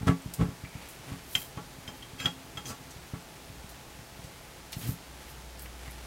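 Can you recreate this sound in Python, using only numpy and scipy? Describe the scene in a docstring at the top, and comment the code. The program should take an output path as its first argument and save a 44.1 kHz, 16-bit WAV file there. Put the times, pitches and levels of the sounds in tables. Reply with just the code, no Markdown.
"""Pipe wrench on a capped pipe stub

A steel pipe wrench is worked on a capped pipe stub that sticks out of the wall of a small utility room.
Pulls on the handle thump the pipe in the hollow wall: smooth force pulses excite decaying modes.
The loose jaw clinks (struck modes) and scrapes (stick-slip noise) as it is reset; tight threads judder.
Hands and sleeves brush over the tool as shaped noise. Behind it lie a steady hiss, faint fan tones,
a faint mains hum that swells and fades, and briefly a low tone."""
import sys
import numpy as np
from scipy import signal
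from scipy.fft import rfft, irfft
from scipy.io import wavfile
from scipy.ndimage import uniform_filter1d

SR = 44100
rng = np.random.default_rng(int(sys.argv[2]) if len(sys.argv) > 2 else 0)


def transcribe(u):
    """Save the signal u as a 16-bit wav file named by the first command-line argument.

    u: samples, shape (n,) or (channels, n), limited to [-1, 1]; the rate is SR.
    q: integer samples, one column per channel.
    """
    v = np.clip(np.atleast_2d(u).T, -1, 1)
    q = np.round(v * 32767).astype(np.int16)
    wavfile.write(sys.argv[1], SR, q)


N = 267246
TIME = np.arange(N) / SR
RING = TIME[:SR]  # one second, for struck sounds
FREQ = np.fft.rfftfreq(N, 1 / SR)

# the jaw strikes the cap and shoves the pipe: start_s, level_db, jaw_pitch_factor, handle_ring_db,
# favoured_mode_hz (handle mode favoured by the spot struck), shove_drive_db
CLINKS = [(1.3517, -9, 0.98, 0.5, 7250, -36.5), (1.418, -44, .99, -2, 9700, -54),
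          (1.569, -48.5, 0.98, -6, 1320, -32.5), (1.8772, -34, .977, 6, 5230, -38),
          (2.0244, -39.5, .99, -10, 6255, -53), (2.203, -40, 1.2, 4, 7300, -39.5),
          (2.257, -11, 1.012, -8, 5020, -29), (2.572, -30.5, 1, 7, 1320, -37),
          (2.655, -41.5, 1.01, 8, 6255, -52)]
# modes of the loose jaw, before the pitch and decay factors of a blow: pitch_hz, level_db, t60_s
JAW_MODES = [(3245, 0, .045), (3242, -21, .27), (2820, -21, .09), (3100, -12, .04), (3430, -16, .04)]
# modes of the handle and frame, before the decay factor of a blow: pitch_hz, level_db, t60_s
HANDLE_MODES = [(5020, -25, .08), (5230, -29, .08), (6255, -26, .12), (7330, -29, .09), (1320, -27, .07),
                (1635, -24, .07), (2040, -28, .07), (2650, -24, .08), (6880, -30, .06), (7190, -31, .07),
                (9000, -33, .06), (9700, -36, .08), (12030, -34, .08)]


def gain_of(db):
    """The decibel is logarithmic: 20 dB is a factor of ten in amplitude."""
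    return 10 ** (np.asarray(db) / 20)


def evened(x):
    """Normalisation by signal power: scales to an rms of one."""
    return x / np.sqrt(np.mean(x ** 2) + 1e-20)


def read(points, hz):
    """Interpolates a spectrum on a logarithmic frequency axis."""
    f, value = np.transpose(points)
    return np.interp(np.log(hz + 1), np.log(f + 1), value)


def add(mix, s, sound):
    """Superposition: mixes a sound in at time s."""
    part = mix[max(round(s * SR), 0):][:len(sound)]
    part += sound[:len(part)]


def fade(t60):
    """Exponential decay: 60 dB lost in t60 seconds."""
    return np.exp(-np.log(1000) * RING / t60)


def onset(rise):
    """Exponential approach to full level, with time constant rise in seconds."""
    return 1 - np.exp(-RING / rise)


def colour(x, points):
    """Linear filtering by a spectrum in dB, at an rms of one."""
    gain = gain_of(read(points, np.fft.rfftfreq(len(x), 1 / SR)))
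    return evened(irfft(rfft(x) * gain, len(x)))


def band(x, hz, octaves):
    """One broad resonance with gentle skirts on the octave scale, at an rms of one."""
    away = np.log2((np.fft.rfftfreq(len(x), 1 / SR) + 1) / hz) / octaves
    return evened(irfft(rfft(x) / (1 + away ** 2), len(x)))


def wavering_tone(hz, width_hz):
    """Narrow-band noise: a tone whose amplitude and phase wander, at an rms of one."""
    spectrum = rfft(rng.standard_normal(N))
    return evened(irfft(spectrum / (1 + ((FREQ - hz) / width_hz) ** 2), N))


def grains(size, per_s, spread_db):
    """Shot noise: tiny slips at random moments and of uneven strength, at an rms of one."""
    chance = rng.random(size)
    kick, strength = rng.standard_normal((2, size))
    return evened((chance < per_s / SR) * kick * gain_of(spread_db * np.clip(strength, -2, 2)))


def stroke(start, top, end):
    """Speed of a slide that accelerates to its peak and stops, as quarter sines."""
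    return np.sin(np.pi / 2 * np.interp(TIME, np.sort([start, top, end]), [0, 1, 0]))


def ring(modes, pitch=1, decay=1):
    """Modal synthesis: a struck body sounds as a sum of dying sines."""
    return sum(gain_of(db) * fade(t60 * decay) * np.sin(2 * np.pi * hz * pitch * RING)
               for hz, db, t60 in modes)


def background():
    """Background: even hiss, wavering tones of a distant fan, and a mains-hum sine that swells and fades."""
    # hiss spectrum: pitch_hz, level_db (per Hz)
    hiss_spectrum = [(12, -41), (20, -12.5), (65, 0), (98, -7.5), (130, -1), (177, -8), (248, -9.5),
                     (367, -9.5), (558, -12.5), (660, -12.5), (780, -13), (849, -9.5), (949, -14.5),
                     (6360, -22), (16000, -29.5)]
    # fan tones: pitch_hz, width_hz, level_db
    fan_tones = [(533, 5.3, -73), (671, 9.4, -68), (853, 8.3, -69.5)]
    # hum level over time: time_s, level_db (rms)
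    hum_levels = [(0, -75), (3.2, -83), (3.6, -52.5), (3.9, -61), (4.7, -61), (5.2, -55), (5.55, -48),
                  (6.06, -48.5)]
    hiss_db, hum_hz = -49.5, 60.6
    hiss = gain_of(hiss_db) * colour(rng.standard_normal(N), hiss_spectrum)
    fan = sum(gain_of(db) * wavering_tone(hz, width) for hz, width, db in fan_tones)
    hum_gain = gain_of(np.interp(TIME, *np.transpose(hum_levels)))
    hum = hum_gain * np.sqrt(2) * np.sin(2 * np.pi * hum_hz * TIME)
    return hiss + fan + hum


def hands():
    """Sliding friction: skin hisses over the painted handle and the sleeve rustles."""
    # skin sliding along the handle: start_s, strongest_s, end_s, level_db
    rubs = [(1.17, 1.38, 1.6, -43.5), (4.7, 4.815, 4.99, -46), (4.84, 4.889, 5.04, -44.5),
            (5.25, 5.303, 5.37, -54), (5.585, 5.61, 5.66, -55)]
    # spectrum of skin on paint: pitch_hz, level_db (per Hz)
    skin_spectrum = [(1500, -22), (4000, -5.5), (8000, -4.5), (11000, 0), (13500, 1.5), (16000, -5)]
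    # the sleeve swishes as the arm swings: strongest_s, level_db
    swishes = [(.84, -58.5), (1.111, -54.5), (5.25, -60.5), (5.86, -58), (6.05, -58)]
    # spectrum of cloth: pitch_hz, level_db (per Hz)
    cloth_spectrum = [(30, -22), (150, 3.5), (600, 2), (1200, -0.5), (2100, 1), (3500, -2.5), (7000, -8.5),
                      (12000, -10), (16000, -29)]
    half_s, rest_db = 0.14, -56.5  # rise or fall of a swish; the rustle that never stops
    grip = sum(gain_of(db) * stroke(start, top, end) ** 4.7 for start, top, end, db in rubs)
    skin = grip * colour(grains(N, per_s=7000, spread_db=0.0), skin_spectrum)
    swing = sum(gain_of(db) * stroke(s - half_s, s, s + half_s) ** 2 for s, db in swishes)
    cloth = colour(grains(N, per_s=4000, spread_db=0.5), cloth_spectrum)
    return skin + (gain_of(rest_db) + swing) * cloth


def push(contact):
    """Impact force: a smooth pulse of unit impulse; a longer contact is duller."""
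    force = RING ** 2 * np.exp(-3 * np.pi * RING / contact)
    return force / force.sum()


def chance_times(per_s):
    """A jittered point process: random moments, each with a random deviation of unit spread."""
    gaps, size = rng.random((64, 2)).T
    times = np.cumsum(0.5 + gaps) / per_s
    return [(s, np.sqrt(12) * (u - 0.5)) for s, u in zip(times, size) if s < N / SR]


def contact_time(db):
    """Nonlinear contact stiffness: a harder blow has a shorter contact, halved for every 12 dB."""
    return 0.0054 * 2 ** ((-26 - db) / 12)  # 5.4 ms at -26 dB


def blows():
    """Impulsive drive of the pipe, as (s, drive dB, contact s, looseness dB): knocks, nudges and the jaw."""
    # pipe bumps in the wall: start_s, drive_db, looseness_db (rattle against the drive, before a common trim)
    bumps = [(0.011, -28, -3), (0.030, -25.5, -17), (0.0694, -18, -18), (0.0802, -25, -3),
             (0.0920, -14, -4), (0.259, -26.5, -17), (0.394, -22.5, -12), (0.41, -17.5, -15),
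             (0.427, -19, -12.5), (0.448, -28, -2.5), (0.485, -26, -11), (0.636, -29.5, -11.5),
             (0.752, -30.5, -7), (0.996, -39, -18), (1.118, -26.5, -13), (2.132, -34, -6),
             (2.247, -31, 6.5), (2.7, -33.5, 4.5), (2.961, -34.5, -11.5), (3.135, -26, -5),
             (3.641, -34, -20), (3.99, -34, -24), (4.243, -34.5, -15), (4.766, -27.5, -13.5),
             (4.89, -23.5, -20), (5.648, -36.5, -6), (5.878, -32.5, -13)]
    shove_delay_s, shove_contact_s, shove_loose_db = 0.00299, 0.0036, 4.5
    knocked = [(s, db, contact_time(db), loose_db) for s, db, loose_db in bumps]
    # faint bumps while the tool is held, two per second
    nudges = [(s, -45 + 5.5 * size, 0.0054, -18) for s, size in chance_times(2)]
    shoves = [(s + shove_delay_s, db, shove_contact_s, shove_loose_db) for s, *_, db in CLINKS]
    return knocked + nudges + shoves


def judders(contact=0.0053):
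    """Stick-slip: short runs of nearly even shoves, and the grating between them."""
    # tight threads judder as the cap turns: start_s, strongest_s, end_s, drive_db, slips_per_s, grating_db
    turns = [(0.059, 0.089, 0.091, -29, 200, -27.5), (0.376, 0.423, 0.451, -21.5, 155.8, -38.5),
             (1.048, 1.128, 1.15, -40, 134, -53), (2.627, 2.705, 2.74, -42.5, 132, -50),
             (4.807, 4.891, 4.91, -30, 115, -56)]
    # spectrum of the grating: pitch_hz, level_db (per Hz)
    grate_spectrum = [(60, -6), (400, 9), (850, 4.5), (1300, 9.5), (1700, 4), (2300, -1), (3300, -2.5),
                      (4500, -13), (7000, -14), (11000, -18.5), (16000, -38)]
    slip_jitter = 0.053  # rms share by which the slip rate wanders
    slips, speed = np.zeros((2, N))
    wander = evened(uniform_filter1d(rng.standard_normal(N), size=400))
    drift = np.cumsum(slip_jitter * wander) / SR
    for start, top, end, db, per_s, grate_db in turns:
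        swell = stroke(start, top, end)
        warped = TIME - top + drift - np.interp(top, TIME, drift)
        slips += gain_of(db) * swell * np.diff(np.floor(warped * per_s), append=0)  # one impulse per cycle
        speed += gain_of(grate_db) * swell ** 2
    grating = speed * colour(grains(N, per_s=9000, spread_db=0.5), grate_spectrum)
    return signal.fftconvolve(slips, push(contact))[:N], grating


def knocks(wall_db=-3, leak_hz=70, rattle_db=-9, rattle_t60=0.11, rattle_rise=0.0053, pipe_db=-3):
    """Source and resonator: shoves ring the wall and shake the threads, which ring the pipe."""
    # pipe and hollow wall; the two shortest modes are the damped panel around the pipe:
    # pitch_hz, level_db, t60_s
    wall_modes = [(172, -1, .17), (214, -8, .15), (273, -5, .18), (146, -2, .04), (265, -4, .035),
                  (58, -15, .16), (78, -20, .12), (116, -13, .12), (135, -7, .12), (271, -35, 1.3),
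                  (336, -16, .13), (391, -11, .17), (429, -10, .15), (487, -16, .15), (594, -12, .14)]
    # bending modes of the pipe stub: pitch_hz, level_db, t60_s
    pipe_modes = [(765, -4, .18), (844, 0, .17), (1139, 0, .12), (1320, -8, .07), (1385, 0, .11),
                  (1720, -10, .09), (2260, -10, .15)]
    # grit and loose threads rattling in a bump: pitch_hz, level_db (per Hz)
    rattle_spectrum = [(30, -42), (130, 7), (350, 2), (650, -2), (1000, -0.5), (1400, 0), (1700, -2),
                       (2700, -10), (4500, -25), (7000, -25.5), (11000, -29), (16000, -34)]
    pushes, rattles = judders()
    for s, db, contact, loose_db in blows():
        add(pushes, s, gain_of(db) * push(contact))
        grit = colour(grains(SR, per_s=9000, spread_db=2.5), rattle_spectrum)
        add(rattles, s, gain_of(db + loose_db + rattle_db) * grit * fade(rattle_t60) * onset(rattle_rise))
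    thumps = gain_of(wall_db) * signal.fftconvolve(pushes, ring(wall_modes))[:N]
    # the panel radiates no deep bass
    thumps = signal.sosfilt(signal.butter(2, leak_hz, "high", fs=SR, output="sos"), thumps)
    sung = signal.fftconvolve(rattles, ring(pipe_modes))[:N]
    return thumps, rattles + gain_of(pipe_db) * rattles.std() * evened(sung)


def snap(hz, octaves, t60, rise=0.0005):
    """Sudden release of strain: a coloured noise burst that rises fast and decays exponentially."""
    return band(rng.standard_normal(SR), hz, octaves) * fade(t60) * onset(rise)


def ticks():
    """Broadband transients: snaps of teeth and grit, and the crack that starts every clink."""
    # teeth and grit snap with hardly any ring: start_s, level_db, centre_hz, width_octaves, t60_s
    snaps = [(0.0692, -40.5, 3300, 1.3, .09), (0.219, -48, 8550, 0.26, .025),
             (0.3372, -32, 9100, 1.34, .056), (0.6489, -41, 1950, .3, .035), (0.886, -46, 11000, 1, .25),
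             (2.2, -32.5, 2400, .6, 0.039), (2.656, -41.5, 6200, .1, .08), (2.9057, -46.5, 6300, .6, 0.094),
             (3.691, -46.5, 11000, 2.5, .13), (4.2388, -48, 5000, .8, .08), (4.721, -40, 7000, 1.9, .063),
             (4.728, -34.5, 3180, 1.16, 0.073), (5.5929, -36.5, 11000, 2.7, .035),
             (5.6191, -43.5, 13000, .4, .13), (5.658, -41, 1970, 0.56, 0.051),
             (5.9095, -46, 11300, .23, 0.056)]
    crack_lead_s = 0.00046  # the crack comes just before the ring
    # the faintest snaps come at random, about one per second
    specks = [(s, -57 + 2 * size, 11500, 0.6, 0.068) for s, size in chance_times(1)]
    # first contact: its level grows by 0.6 dB for each dB of the blow
    cracks = [(s - crack_lead_s, -22.5 + 0.6 * db, 2220, 0.76, 0.074) for s, db, *_ in CLINKS]
    out = np.zeros(N)
    for s, db, hz, octaves, t60 in snaps + cracks + specks:
        add(out, s, gain_of(db) * snap(hz, octaves, t60))
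    return out


def scrapes(jaw_db=-16):
    """Friction excitation: teeth catch and slip along the cap, partly ringing the wrench."""
    # the jaw slides on the cap: start_s, strongest_s, end_s, level_db, ring_share (0-1), centre_hz,
    # width_octaves
    slides = [(0.646, 0.649, 0.68, -46.5, .1, 2295, 0.03), (0.66, 0.77, 1.02, -58, 0.2, 2280, 0.12),
              (2.183, 2.205, 2.28, -42, 0.5, 2620, 1.6), (2.185, 2.22, 2.25, -55, 1, 7350, .08),
              (2.244, 2.251, 2.267, -41, 0.8, 6100, 0.13), (2.645, 2.69, 2.733, -43.5, 0.25, 5970, 0.81),
              (4.803, 4.835, 4.9, -46, 0.1, 2500, 1.2), (5.84, 5.875, 5.93, -54, .05, 2040, 0.21)]
    slips = grains(N, per_s=12000, spread_db=0.0)
    wrench = gain_of(jaw_db) * ring(JAW_MODES) + ring(HANDLE_MODES)
    rung = evened(signal.fftconvolve(slips, wrench)[:N])
    out = np.zeros(N)
    for start, top, end, db, share, hz, octaves in slides:
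        grind = band(share * rung + (1 - share) * slips, hz, octaves)
        out += gain_of(db) * stroke(start, top, end) * grind
    return out


def clinks(rise=0.00094):
    """Modal impact of steel on steel, with one small bounce; the hand damps the ring quickly."""
    favour_db, favour_width_hz = 9.5, 220  # gain of the favoured mode and its close neighbours
    bounce_s, bounce_db = 0.024, -20  # the jaw falls back once: delay, level against the blow
    out = np.zeros(N)
    for s, db, pitch, handle_db, spot_hz, _ in CLINKS:
        # a hard blow seats the jaw: its ring halves for every 18 dB more
        decay = 0.6 * 2 ** ((-12.5 - db) / 18)
        handle = [(hz, mode_db + favour_db * np.exp(-((hz - spot_hz) / favour_width_hz) ** 2), t60)
                  for hz, mode_db, t60 in HANDLE_MODES]
        steel = ring(JAW_MODES, pitch, decay) + gain_of(handle_db) * ring(handle, decay=decay)
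        steel = gain_of(db) * steel * onset(rise)
        add(out, s, steel)
        add(out, s + bounce_s, gain_of(bounce_db) * steel)
    return out


def low_tone():
    """Narrow-band noise under a slow swell: a faint low tone wavers."""
    # start_s, strongest_s, end_s, level_db, pitch_hz, width_hz
    start, top, end, db, hz, width = (1.5, 2.5, 3, -57, 262.5, 6)
    return gain_of(db) * stroke(start, top, end) * wavering_tone(hz, width)


def room(x, first_s=0.0044):
    """Reverberation from close walls: sparse early echoes with a decay time for each frequency."""
    # reverberation time: pitch_hz, t60_s
    decay_times = [(200, 0.2), (1000, 0.066), (3000, 0.19), (7000, 0.26), (15000, 0.13)]
    taps = rng.choice([-1., 1.], SR) * (rng.random(SR) < 3000 / SR) * (RING > first_s)
    hz, t, z = signal.stft(taps, SR, nperseg=256)
    decay = np.exp(-np.log(1000) * t / read(decay_times, hz)[:, None])
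    tail = signal.istft(z * decay, SR, nperseg=256)[1]
    return signal.fftconvolve(x, tail / np.linalg.norm(tail))[:N]


def scene():
    """Superposition: all sources reach one microphone, the same in both channels."""
    thumps, rattles = knocks()
    steel = clinks()
    small = rattles + ticks() + scrapes()
    echoes = room(gain_of(-13) * steel + gain_of(-7.5) * small + gain_of(-8.5) * thumps)
    mono = thumps + steel + small + echoes + hands() + background() + low_tone()
    return np.array([mono, mono])


def record(dry):
    """Band limitation: a steep linear-phase low-pass filter at 15900 Hz."""
    low_pass = signal.firwin(511, 15900, window=("kaiser", 9), fs=SR)
    return signal.oaconvolve(dry, low_pass[None], "same")


dry = scene()
out = record(dry)
transcribe(out)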